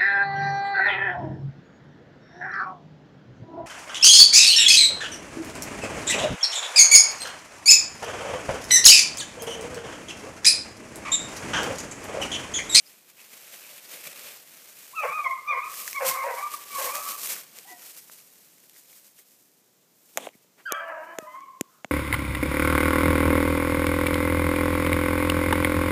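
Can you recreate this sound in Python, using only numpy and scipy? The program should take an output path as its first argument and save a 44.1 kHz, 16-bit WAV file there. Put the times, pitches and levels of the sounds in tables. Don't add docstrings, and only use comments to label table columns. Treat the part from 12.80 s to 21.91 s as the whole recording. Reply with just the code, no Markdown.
import sys
import numpy as np
from scipy import signal
from scipy.fft import rfft, irfft, next_fast_len
from scipy.io import wavfile
from scipy.ndimage import map_coordinates

SR = 44100
rng = np.random.default_rng(int(sys.argv[2]) if len(sys.argv) > 2 else 0)


def waveform_to_disk(signal):
    frames = np.transpose(np.atleast_2d(signal))
    scaled = np.clip(frames, -1, 1) * 32767
    samples = np.round(scaled).astype(np.int16)
    wavfile.write(sys.argv[1], SR, samples)


def elevation(decibels):
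    levels = np.asarray(decibels, float)
    return 10 ** (levels / 20)


N = 401751


def lead_hound():
    # start_s, chest_pitch_hz, level_db, jaw_db (opening: fourth multiple over second)
    yelps = [
        [(2.13, 459, -44, -44), (2.158, 684.7, -47.5, 1), (2.18, 643.5, -33, 4), (2.205, 622.5, -30.5, -1.5),
         (2.232, 581.5, -30.5, -5), (2.25, 526.5, -34.5, -7.5), (2.345, 619.6, -34, -4),
         (2.375, 627, -28.5, -8.5), (2.41, 578.4, -33, -11.5), (2.44, 560.5, -39, -9.5)],
        [(2.44, 574, -33, -0.5), (2.47, 519, -28.5, -2.5), (2.51, 548, -45, -18), (2.53, 537, -58, -16)],
        [(2.67, 577, -34.5, -6), (2.696, 606.4, -28.5, 0), (2.712, 576, -28, -4.5), (2.738, 533.4, -26, -7.5),
         (2.752, 491.5, -39, -1), (2.79, 510, -44, -5), (2.836, 622, -34.5, -1.5), (2.88, 662, -53, -45.5)],
        [(3.14, 517, -50, 7), (3.16, 577.5, -36.5, 1.5), (3.185, 538, -31, 2), (3.205, 550, -33.5, -14.5),
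         (3.225, 538, -46, -6), (3.26, 527.5, -39, -17), (3.29, 515, -41, -9), (3.33, 546.5, -34, -11)],
    ]
    # start_s, chest_pitch_hz, level_db, jaw_db
    later_yelps = [
        [(3.345, 593, -46, -25), (3.36, 621, -31, -24), (3.375, 576.3, -38.5, -7), (3.409, 531, -38, -5),
         (3.467, 551.4, -48, -9), (3.531, 488, -34, -6), (3.55, 476, -44, -15)],
        [(3.56, 541.4, -38, -7), (3.59, 561, -36, -6), (3.62, 579.4, -35.5, -10), (3.65, 597.6, -36, -13),
         (3.69, 589, -57, -5), (3.75, 561, -57, -24)],
        [(3.9, 585, -47, -11), (3.93, 569.4, -44.5, 1), (3.975, 555.2, -31.5, -15), (4.055, 503.5, -47.5, -9),
         (4.13, 606, -41.5, -2), (4.19, 633.5, -44, -9), (4.27, 647, -53, -5), (4.36, 617, -58, -12)],
    ]
    # start_s, hold_s, level_db
    chest = [(2.204, .03, -45.5), (2.234, 0.028, -26), (2.447, 0.014, -48.5), (2.712, .03, -43),
             (2.739, 0.04, -46), (3.207, 0.043, -29.5), (3.274, 0.026, -37.5), (3.385, 0.051, -44),
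             (3.441, 0.041, -35), (3.463, 0.051, -30.5), (3.533, 0.039, -41), (3.986, 0.03, -33.5),
             (4.039, 0.032, -35.5), (4.095, .012, -45)]
    return hound([*yelps, *later_yelps], chest, 0, [-3, -19, -24], [-25, -34, -28],
                 rasp_db=-5, chest_shake=0.13, wet_db=-4, rough=0.095)


def second_hound():
    # start_s, chest_pitch_hz, level_db, jaw_db
    yelps = [
        [(7.865, 780, -40, -12), (7.9, 643, -35.5, -5), (7.925, 572.6, -36.5, 5), (7.96, 586, -43, 8),
         (8.0, 574, -47, 2), (8.06, 569.5, -56, -8), (8.14, 592, -49, -3)],
        [(3.43, 441.4, -35, -7), (3.455, 476, -33, 3), (3.49, 491, -41, 1)],
    ]
    # start_s, hold_s, level_db
    chest = [(7.915, 0.015, -40), (7.95, 0.17, -47)]
    return hound(yelps, chest, -13, [-5, 0, -18], [-24],
                 rasp_db=-4, chest_shake=0.08, wet_db=-3.5, rough=0.09)


def deep_hound():
    # start_s, chest_pitch_hz, level_db, jaw_db
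    yelps = [
        [(7.94, 319.6, -48, 24), (7.99, 325.5, -50.5, 15.5), (8.04, 334.8, -43, 7), (8.11, 322, -39, -7),
         (8.22, 313, -39, -3), (8.25, 328.5, -64, 18), (8.34, 337.2, -49.5, -3), (8.44, 308.5, -48.5, 8.5),
         (8.54, 303.5, -63, 10)],
    ]
    # start_s, hold_s, level_db
    chest = [(8.0, 0.17, -49.5), (8.159, 0.12, -48), (8.29, 0.049, -46.5), (8.37, 0.23, -67)]
    return hound(yelps, chest, -11, [-20, 1, -3, -17, -19], [-10, -18],
                 rasp_db=-6, chest_shake=0.04, wet_db=-4, rough=0.085)


def shrill_hound():
    # start_s, chest_pitch_hz, level_db
    yelps = [
        [(7.853, 765, -41), (7.88, 790, -40), (7.98, 802, -51), (8.03, 770, -54)],
    ]
    return hound(yelps, [], -11, [], [-15, -18, -24], wet_db=-1, rough=0.3)


def far_hound():
    # start_s, chest_pitch_hz, level_db, jaw_db if it moves
    yelps = [
        [(8.465, 501, -45, 6), (8.482, 505, -41.5, 1), (8.522, 512.6, -47, 9.5), (8.574, 535.6, -40.5, -1),
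         (8.6, 548, -45, -4), (8.63, 565.4, -46, 3), (8.66, 527.5, -54, 0), (8.69, 526, -46, -7),
         (8.8, 513.5, -59.5, -12)],
        [(4.09, 568, -48), (4.13, 582.4, -43), (4.19, 570, -42), (4.25, 582, -37.5), (4.33, 559, -49.5),
         (4.39, 567, -51)],
    ]
    # start_s, hold_s, level_db
    chest = [(4.135, 0.053, -43.5), (4.22, 0.082, -56)]
    return hound(yelps, chest, -16, [-6], [-16], rasp_db=-2, chest_shake=0.1, wet_db=-4, rough=0.1)


def faint_hounds():
    # start_s, chest_pitch_hz, level_db
    calls = [
        [(4.845, 375, -62), (4.87, 410, -55), (4.895, 425, -60)],
        [(4.895, 380, -58), (4.93, 362, -45), (4.945, 360, -56), (4.985, 345, -62)],
        [(4.9, 205, -60), (4.92, 175, -59), (4.95, 125, -61)],
        [(2.43, 360, -50), (2.455, 345, -48), (2.5, 340, -50), (2.53, 330, -56)],
        [(4.87, 476, -64), (4.9, 499, -58), (4.925, 491, -55), (4.97, 476, -69)],
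    ]
    closed = hound(calls[:-1], [], -25, [], [], wet_db=-11)
    return closed + hound(calls[-1:], [], 6, [], [], wet_db=-11)


def hound(calls, chest, mouth_db, odd_db, high_db, rasp_db=0, chest_shake=0, wet_db=0, rough=0.13):
    # hz, level_db
    throat = [(410, -35), (510, 0), (820, 0), (1300, -5), (1800, -6), (2600, -9), (2900, -30), (3600, -42)]
    breath_db = -23
    chest_wander_rad = 0.9
    out = np.zeros(N + 2 * SR)
    for rows in calls:
        s, *cols = np.transpose(rows)
        t = np.arange(s[0], s[-1], 1 / SR)
        hz, yelp_db, *jaw_db = [np.interp(t, s, c) for c in cols]
        over_db = yelp_db + mouth_db + sum(jaw_db)
        chest_db = spells(chest, t, rise_db_per_s=2000, fall_db_per_s=900)

        shake = rough + chest_shake * np.clip(3.0 + (chest_db - yelp_db) / 25, 0, 1)
        phase = 2 * np.pi * np.cumsum(hz) / SR + shake * wobble(200, size=len(t))
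        drift = chest_wander_rad * wobble(70, size=len(t))

        levels_db = {2: yelp_db, 4: over_db}
        levels_db.update({2 * k + 1: chest_db + db for k, db in enumerate(odd_db)})
        levels_db.update({2 * k + 6: over_db + db for k, db in enumerate(high_db)})
        lines = 0
        for k, db in levels_db.items():
            gain = elevation(db + 17 * shake * wobble(80, size=len(t)))
            lines = lines + gain * np.sin(k * phase + k % 2 * drift)

        air_bursts = rng.standard_normal(len(t)) * (1 + np.cos(phase))
        rasp_gain = elevation(chest_db + rasp_db) + elevation(yelp_db + breath_db)
        rasp = rasp_gain * coloured(air_bursts, throat)
        edge = np.clip(np.minimum(t - s[0], s[-1] - t) / 0.008, 0, 1)
        call = trees(edge * (np.sqrt(2) * lines + rasp), wet_db)
        out[round(s[0] * SR):][:len(call)] += call
    return out[:N]


def trees(x, wet_db):
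    # hz, t60_s
    decay = [(300, .3), (600, .3), (1100, .72), (2500, .42), (6000, .3)]
    sway_ms, flutter_db = 0.12, 3.5
    hz, t, z = signal.stft(rng.standard_normal(SR), SR, nperseg=256)
    fade = elevation(-60 * t / along(decay, hz)[:, None])
    tail = signal.istft(z * fade, SR, nperseg=256)[1][:SR]
    tail *= 1 - np.exp(-np.arange(SR) / (0.005 * SR))
    wet = elevation(wet_db) * signal.fftconvolve(x, tail / np.linalg.norm(tail))
    i = np.arange(len(wet))
    late = i + sway_ms * SR / 1000 * wobble(35, size=len(wet))
    wet = elevation(flutter_db * wobble(45, size=len(wet)) - 1) * np.interp(late, i, wet)
    return wet + np.pad(x, (0, SR - 1))


def spells(rows, t, rise_db_per_s, fall_db_per_s):
    db = np.full(len(t), -120.)
    for s, hold_s, top_db in rows:
        rise_db = rise_db_per_s * np.maximum(s - t, 0)
        fall_db = fall_db_per_s * np.maximum(t - s - hold_s, 0)
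        db = np.maximum(db, top_db - rise_db - fall_db)
    return db


def rustle():
    # start_s, crackle_db, far_db (treble lost with distance)
    bed = [(0, -97, 2), (.5, -52, 4), (.56, -51, 2.5), (1.5, -48, 4), (1.62, -52.5, 3), (2.2, -56, 0),
           (2.75, -59.5, 6), (2.999, -39.5, -3.5), (3.349, -47.5, -0.5), (3.9, -48, 2.5),
           (4.0, -36.5, -1.5), (4.5, -49, -2), (4.66, -63, 3), (5.2, -53.5, -3), (5.75, -59.5, -2),
           (6.55, -63, -4), (7.05, -73.5, -24), (7.3, -59, -2.5)]
    # hz, db_per_hz
    leaf_colour = [(530, -13.5), (900, -10), (1150, -7), (1430, -6.5), (2160, -5), (2490, -5), (3720, -5.5),
                   (5500, -3.5), (8410, -2), (9930, -4), (13700, 0), (15200, -7.5)]
    # hz, db_per_hz
    swish_colour = [(24, -74), (40, -36.5), (188, -1), (329, -1.5), (503, 4.5), (622, 3.5), (830, -3.5),
                    (1500, -21), (1950, -35.5), (3300, -120)]
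    # hz, db_per_hz
    air_colour = [(24, -53), (40, -28), (146, -3), (206, -4), (307, -7), (394, -6.5), (789, -13.5),
                  (1330, -17.5), (4600, -18.5), (7000, -16), (10000, -23), (13500, -17.5), (15200, -20)]
    bed_ends_s, air_db = 7.37, -63.5
    t = np.arange(N) / SR
    s, bed_db, far_db = np.transpose(bed)
    bed_db, far_db = np.interp(t, s, bed_db), np.interp(t, s, far_db)
    level = np.sqrt(elevation(2 * bed_db) * (t < bed_ends_s) + footfalls(t))

    clumps = elevation(0.93 * wobble(25) + 1.17 * wobble(70) + 1.2 * wobble(300))
    break_db = np.minimum(4 * rng.exponential(size=N), 15)
    breaks = (rng.random(N) < 0.015) * elevation(break_db) * rng.standard_normal(N)
    grain = rng.standard_normal(N) + 0.29 * unit(breaks)
    crackle = unit(clumps * coloured(grain, leaf_colour))
    middle = filtered(crackle, lambda hz: 1 / (1 + (hz / 4200) ** 6))
    hollow = filtered(crackle, lambda hz: elevation(-9.5) / (1 + ((hz - 2500) / 300) ** 2))
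    crackle = crackle - middle + elevation(far_db) * (middle + elevation(3.7 * wobble(14)) * hollow)

    swish_gain = elevation(-15.5 + far_db) * (level / elevation(-52.5) + 1e-3) ** -0.089
    swish_noise = coloured(rng.standard_normal(N), swish_colour)
    swish = unit(np.sqrt(clumps) * elevation(0.35 * wobble(16)) * swish_noise)
    air = elevation(air_db + 1.3 * wobble(1.6)) * coloured(rng.standard_normal(N), air_colour)
    return level * (elevation(2.5) * crackle + swish_gain * swish) + air


def footfalls(t):
    # peak_s, level_db, length_s
    steps = [(0.097, -56, 0.17), (0.298, -53, 0.025), (0.404, -55, 0.037), (0.54, -47.5, 0.017),
             (0.744, -47.5, 0.028), (0.833, -51, 0.025), (1.142, -43.5, 0.039), (1.27, -42, 0.03),
             (1.466, -49.5, 0.031), (2.23, -49.5, 0.34), (3.013, -36.5, 0.029), (3.079, -36, 0.014),
             (3.289, -26, 0.034), (3.575, -43, 0.073), (3.738, -41.5, 0.024), (3.952, -39, 0.029),
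             (4.045, -30, 0.024), (4.162, -34.5, 0.026), (4.295, -33.5, 0.044), (4.455, -33, 0.073),
             (4.514, -32, 0.04), (4.791, -48.5, 0.058), (4.903, -44.5, 0.03), (5.06, -46, 0.079),
             (5.179, -45.5, 0.021), (5.326, -50.5, 0.016), (5.392, -50, 0.016), (5.84, -57.5, 0.016),
             (5.984, -52.5, 0.035), (6.116, -51.5, 0.046), (6.177, -57.5, 0.018), (6.251, -55, 0.05),
             (6.393, -53, 0.021), (6.52, -58, .03), (7.558, -63, 0.043), (7.63, -64, .02),
             (7.854, -64, 0.092), (7.97, -63, 0.033), (8.085, -61.5, 0.012), (8.247, -63, 0.033),
             (8.43, -62, 0.1), (8.53, -62, 0.045), (8.93, -64.5, 0.047), (9.09, -76.5, .02)]
    rise_over_fall, drop_db = 0.86, 8
    power = 0
    for s, db, length_s in steps:
        u = (t - s) / length_s
        power = power + elevation(2 * (db - drop_db * np.maximum(u, -u / rise_over_fall)))
    return power


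def twigs():
    # start_s, peak_db, body_db
    snaps = [(0.0662, -37, -18), (0.5342, -27, -18), (1.1293, -25, -20), (1.2531, -31, -11),
             (2.9404, -28, -8), (2.9721, -20, -28), (3.0454, -27, -24), (3.0629, -26, -20),
             (3.0774, -14, -13), (3.0834, -22, -22), (3.1004, -20, -24), (3.1108, -21, -35),
             (3.1298, -18, -13), (3.134, -27, -20), (3.1607, -26, -12), (3.9928, -20, -17),
             (4.15, -17, -16), (4.1634, -18, -13), (4.4724, -16, -23), (4.5084, -18, -18),
             (4.5194, -21, -16), (4.5644, -25, -14), (4.5844, -32, -13), (4.7865, -24, -17),
             (5.02, -33, -16), (5.6331, -43, -22), (5.896, -31, -24), (6.0462, -40, -24),
             (6.1294, -36, -14), (0.2788, -41, -18), (0.3815, -39, -18), (0.7901, -33, -18),
             (1.1159, -30, -18), (1.7449, -37, -18), (1.7699, -32, -18), (1.8193, -37, -18),
             (5.6844, -44, -18), (5.7821, -40, -18), (5.84, -42, -18), (5.9627, -39, -12),
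             (6.3883, -41, -14), (8.606, -40, -14)]
    out, t = np.zeros(N + SR), np.arange(SR // 50) / SR
    for s, db, body_db in snaps:
        note = np.sin(2 * np.pi * rng.uniform(1500, 2300) * t)
        wood = elevation(body_db + 5) * burst(t, 0.00045) * note
        crack = snap(burst(t, 0.00025), wide=1.1)
        out[round(s * SR) + 20:][:len(t)] += elevation(db - 1.5) * (crack + wood)
    return out[:N]


def puffs():
    # centre_s, level_db, band_hz, length_s
    scrapes = [(0.068, -53, 5000, 0.01), (0.404, -55.5, 2520, 0.027), (.535, -54, 2200, .008),
               (.74, -57, 2500, .02), (.74, -61, 600, .03), (0.848, -54, 2540, 0.035),
               (0.931, -57.5, 584, 0.036), (.99, -55, 2600, .008), (1.056, -50, 5000, 0.006),
               (1.085, -60, 580, .01), (1.152, -54, 550, 0.029), (1.27, -48.5, 2500, 0.025),
               (1.275, -53, 580, 0.022), (1.284, -58, 170, 0.027), (1.35, -59, 560, .03),
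               (1.47, -57, 560, 0.06), (2.3, -56, 165, 0.018), (2.78, -50, 1550, .05),
               (2.855, -50, 520, 0.009), (3.29, -49, 172, 0.027), (4.79, -58, 480, .012),
               (5.03, -57, 1600, .012), (5.965, -63, 2000, .012), (6.1, -65, 3100, .01),
               (6.38, -65, 3000, .01), (6.394, -63, 2200, 0.012), (7.29, -66, 500, .01),
               (7.396, -54, 298, 0.012), (7.436, -51.5, 3270, 0.034), (7.54, -64, 2100, 0.014),
               (8.303, -62, 332, .08), (8.55, -71.5, 2940, 0.15), (8.581, -66, 300, 0.058),
               (8.961, -65.5, 1310, 0.077)]
    width = 0.12
    out = np.zeros(N + SR)
    for s, db, hz, length_s in scrapes:
        t = np.arange(-2 * length_s, 2 * length_s, 1 / SR)
        noise = rng.standard_normal(len(t))
        band = filtered(noise, lambda f: 1 / (1 + ((f - hz) / (width * hz)) ** 2))
        start = round((s - 2 * length_s) * SR)
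        out[start:][:len(t)] += elevation(db) * np.exp(-(t / length_s) ** 2) * unit(band)
    return out[:N]


def ticks():
    # start_s, snap_db, bright_db, click_db, click_hz
    taps = [(5.2976, -57, 1.5, -35, 1420), (7.3736, -8.5, -4, -12.5, 2000), (7.3794, -26.5, -6, -29, 2840),
            (7.3836, -44, 8, -31, 2300), (7.469, -46, -2, -27.5, 2520), (7.4894, -47, 4, -33.5, 2500),
            (7.922, -9, -3, -28, 3500), (8.387, -25, -9, -32, 3150), (8.3861, -15.5, -11.5, -18.5, 1700),
            (8.8102, -8, -7.5, -21, 2240), (9.0458, -26.5, -16, -20, 1820), (9.0473, -68, 3, -27, 2500)]
    # start_s, thump_db, thump_hz
    thumps = [(7.359, -40, 393), (7.3746, -18.5, 720), (7.3805, -25, 750), (7.384, -24.5, 726),
              (7.471, -22, 700), (7.4898, -43, 600), (7.552, -41.5, 237), (7.6457, -52, 510),
              (7.922, -21, 500), (8.3866, -21.5, 500), (8.424, -36, 253), (8.8103, -14, 307),
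              (9.0458, -24.5, 790), (9.0474, -29, 223)]
    # hz, level_db, share (of bright_db)
    shell = [(6880, -2, 0.18), (8880, -11, 0.41), (11620, -0.5, 1), (13700, -6, 1.5), (5360, -16, 0),
             (3410, -13, 0.2)]
    out, t = np.zeros(N + SR), np.arange(SR // 20) / SR
    hz, db, share = np.transpose(shell)[:, :, None]
    for s, snap_db, bright_db, click_db, click_hz in taps:
        detune, phase = rng.standard_normal((2, len(shell), 1))
        modes = np.sin(2 * np.pi * hz * (1 + 0.019 * detune) * t + 3 * phase)
        ring = np.sum(elevation(db - 3 + share * bright_db) * modes, axis=0)
        crack = np.exp(-((t - 0.0006) / 0.00038) ** 2) * ring + 0.059 * snap(burst(t, 0.0013))
        click = elevation(click_db) * burst(t, 0.00022) * np.sin(2 * np.pi * click_hz * t)
        out[round(s * SR):][:len(t)] += elevation(snap_db) * crack - click
    for s, thump_db, thump_hz in thumps:
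        cycles = thump_hz * (0.84 * t + 0.00042 * (1 - np.exp(-t / 0.0004)))
        swell = burst(t, 0.00093 * (550 / thump_hz) ** 0.31)
        out[round(s * SR):][:len(t)] += elevation(thump_db) * swell * np.cos(2 * np.pi * cycles)
    return filtered(out[:N], lambda f: (1j * f / (90 + 1j * f)) ** 2)


def rub():
    # start_s, hold_s, level_db
    slides = [
        (7.374, 0.089, -44),
        (7.784, 0.022, -55.5),
    ]
    # hz, db_per_hz
    skins = [
        [(88, -64), (150, -7.5), (331, -2.5), (750, -6), (1410, -16), (3300, -12), (4680, -26.5), (6880, -15.5),
         (11600, -21), (15200, -27.5)],
        [(88, -50), (150, -8.5), (1190, -7.5), (1920, -5.5), (4960, -23), (15200, -26)],
    ]
    t = np.arange(N) / SR
    out = np.zeros(N)
    for slide, skin in zip(slides, skins):
        level_db = spells([slide], t, rise_db_per_s=2300, fall_db_per_s=450) + wobble(150)
        out += elevation(level_db) * coloured(rng.standard_normal(N), skin)
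    return out


def snap(shape, wide=0):
    noise = shape * rng.standard_normal(len(shape))
    x = filtered(noise, lambda f: ports(f) + wide * 1j * f / (8000 + 1j * f))
    return x / np.abs(x).max()


def ports(f):
    # centre_hz, width_hz, level_db
    case = [(6560, 1300, -0.5), (13300, 3500, -9)]
    total = 0
    for k, (c, w, db) in enumerate(case):
        total = total + (-1) ** k * elevation(db) * 1j * f * w / (c * c - f * f + 1j * f * w)
    return total


def burst(t, seconds):
    return t / seconds * np.exp(1 - t / seconds)


def unit(x):
    return x / np.sqrt(np.mean(x ** 2) + 1e-20)


def along(points, hz):
    f, v = np.transpose(points)
    return np.interp(np.log(hz + 1), np.log(f + 1), v)


def wobble(rate_hz, size=N):
    knots = rng.standard_normal(int(size * rate_hz / SR) + 4)
    return map_coordinates(knots, [np.arange(size) * rate_hz / SR])


def filtered(x, response):
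    m = next_fast_len(len(x) + 8192)
    return irfft(rfft(x, m) * response(np.fft.rfftfreq(m, 1 / SR)), m)[:len(x)]


def coloured(x, spectrum):
    return unit(filtered(x, lambda hz: elevation(along(spectrum, hz))))


def scene():
    pack = lead_hound() + second_hound() + deep_hound()
    pack += shrill_hound() + far_hound() + faint_hounds()
    leaves = rustle() + twigs() + puffs()
    fingers = ticks() + rub()
    return (pack + leaves + fingers)[None]


def band_limit(x):
    return signal.sosfilt(signal.butter(12, 16560, fs=SR, output="sos"), x)


def record(dry):
    def microphone(hz):
        bass = (1j * hz / (85 + 1j * hz)) ** 3
        return bass * np.where(hz < 15400, 1, elevation(-34.0))

    heard = filtered(dry[0], microphone)
    return band_limit(heard[None])


dry = scene()
out = record(dry)
waveform_to_disk(out)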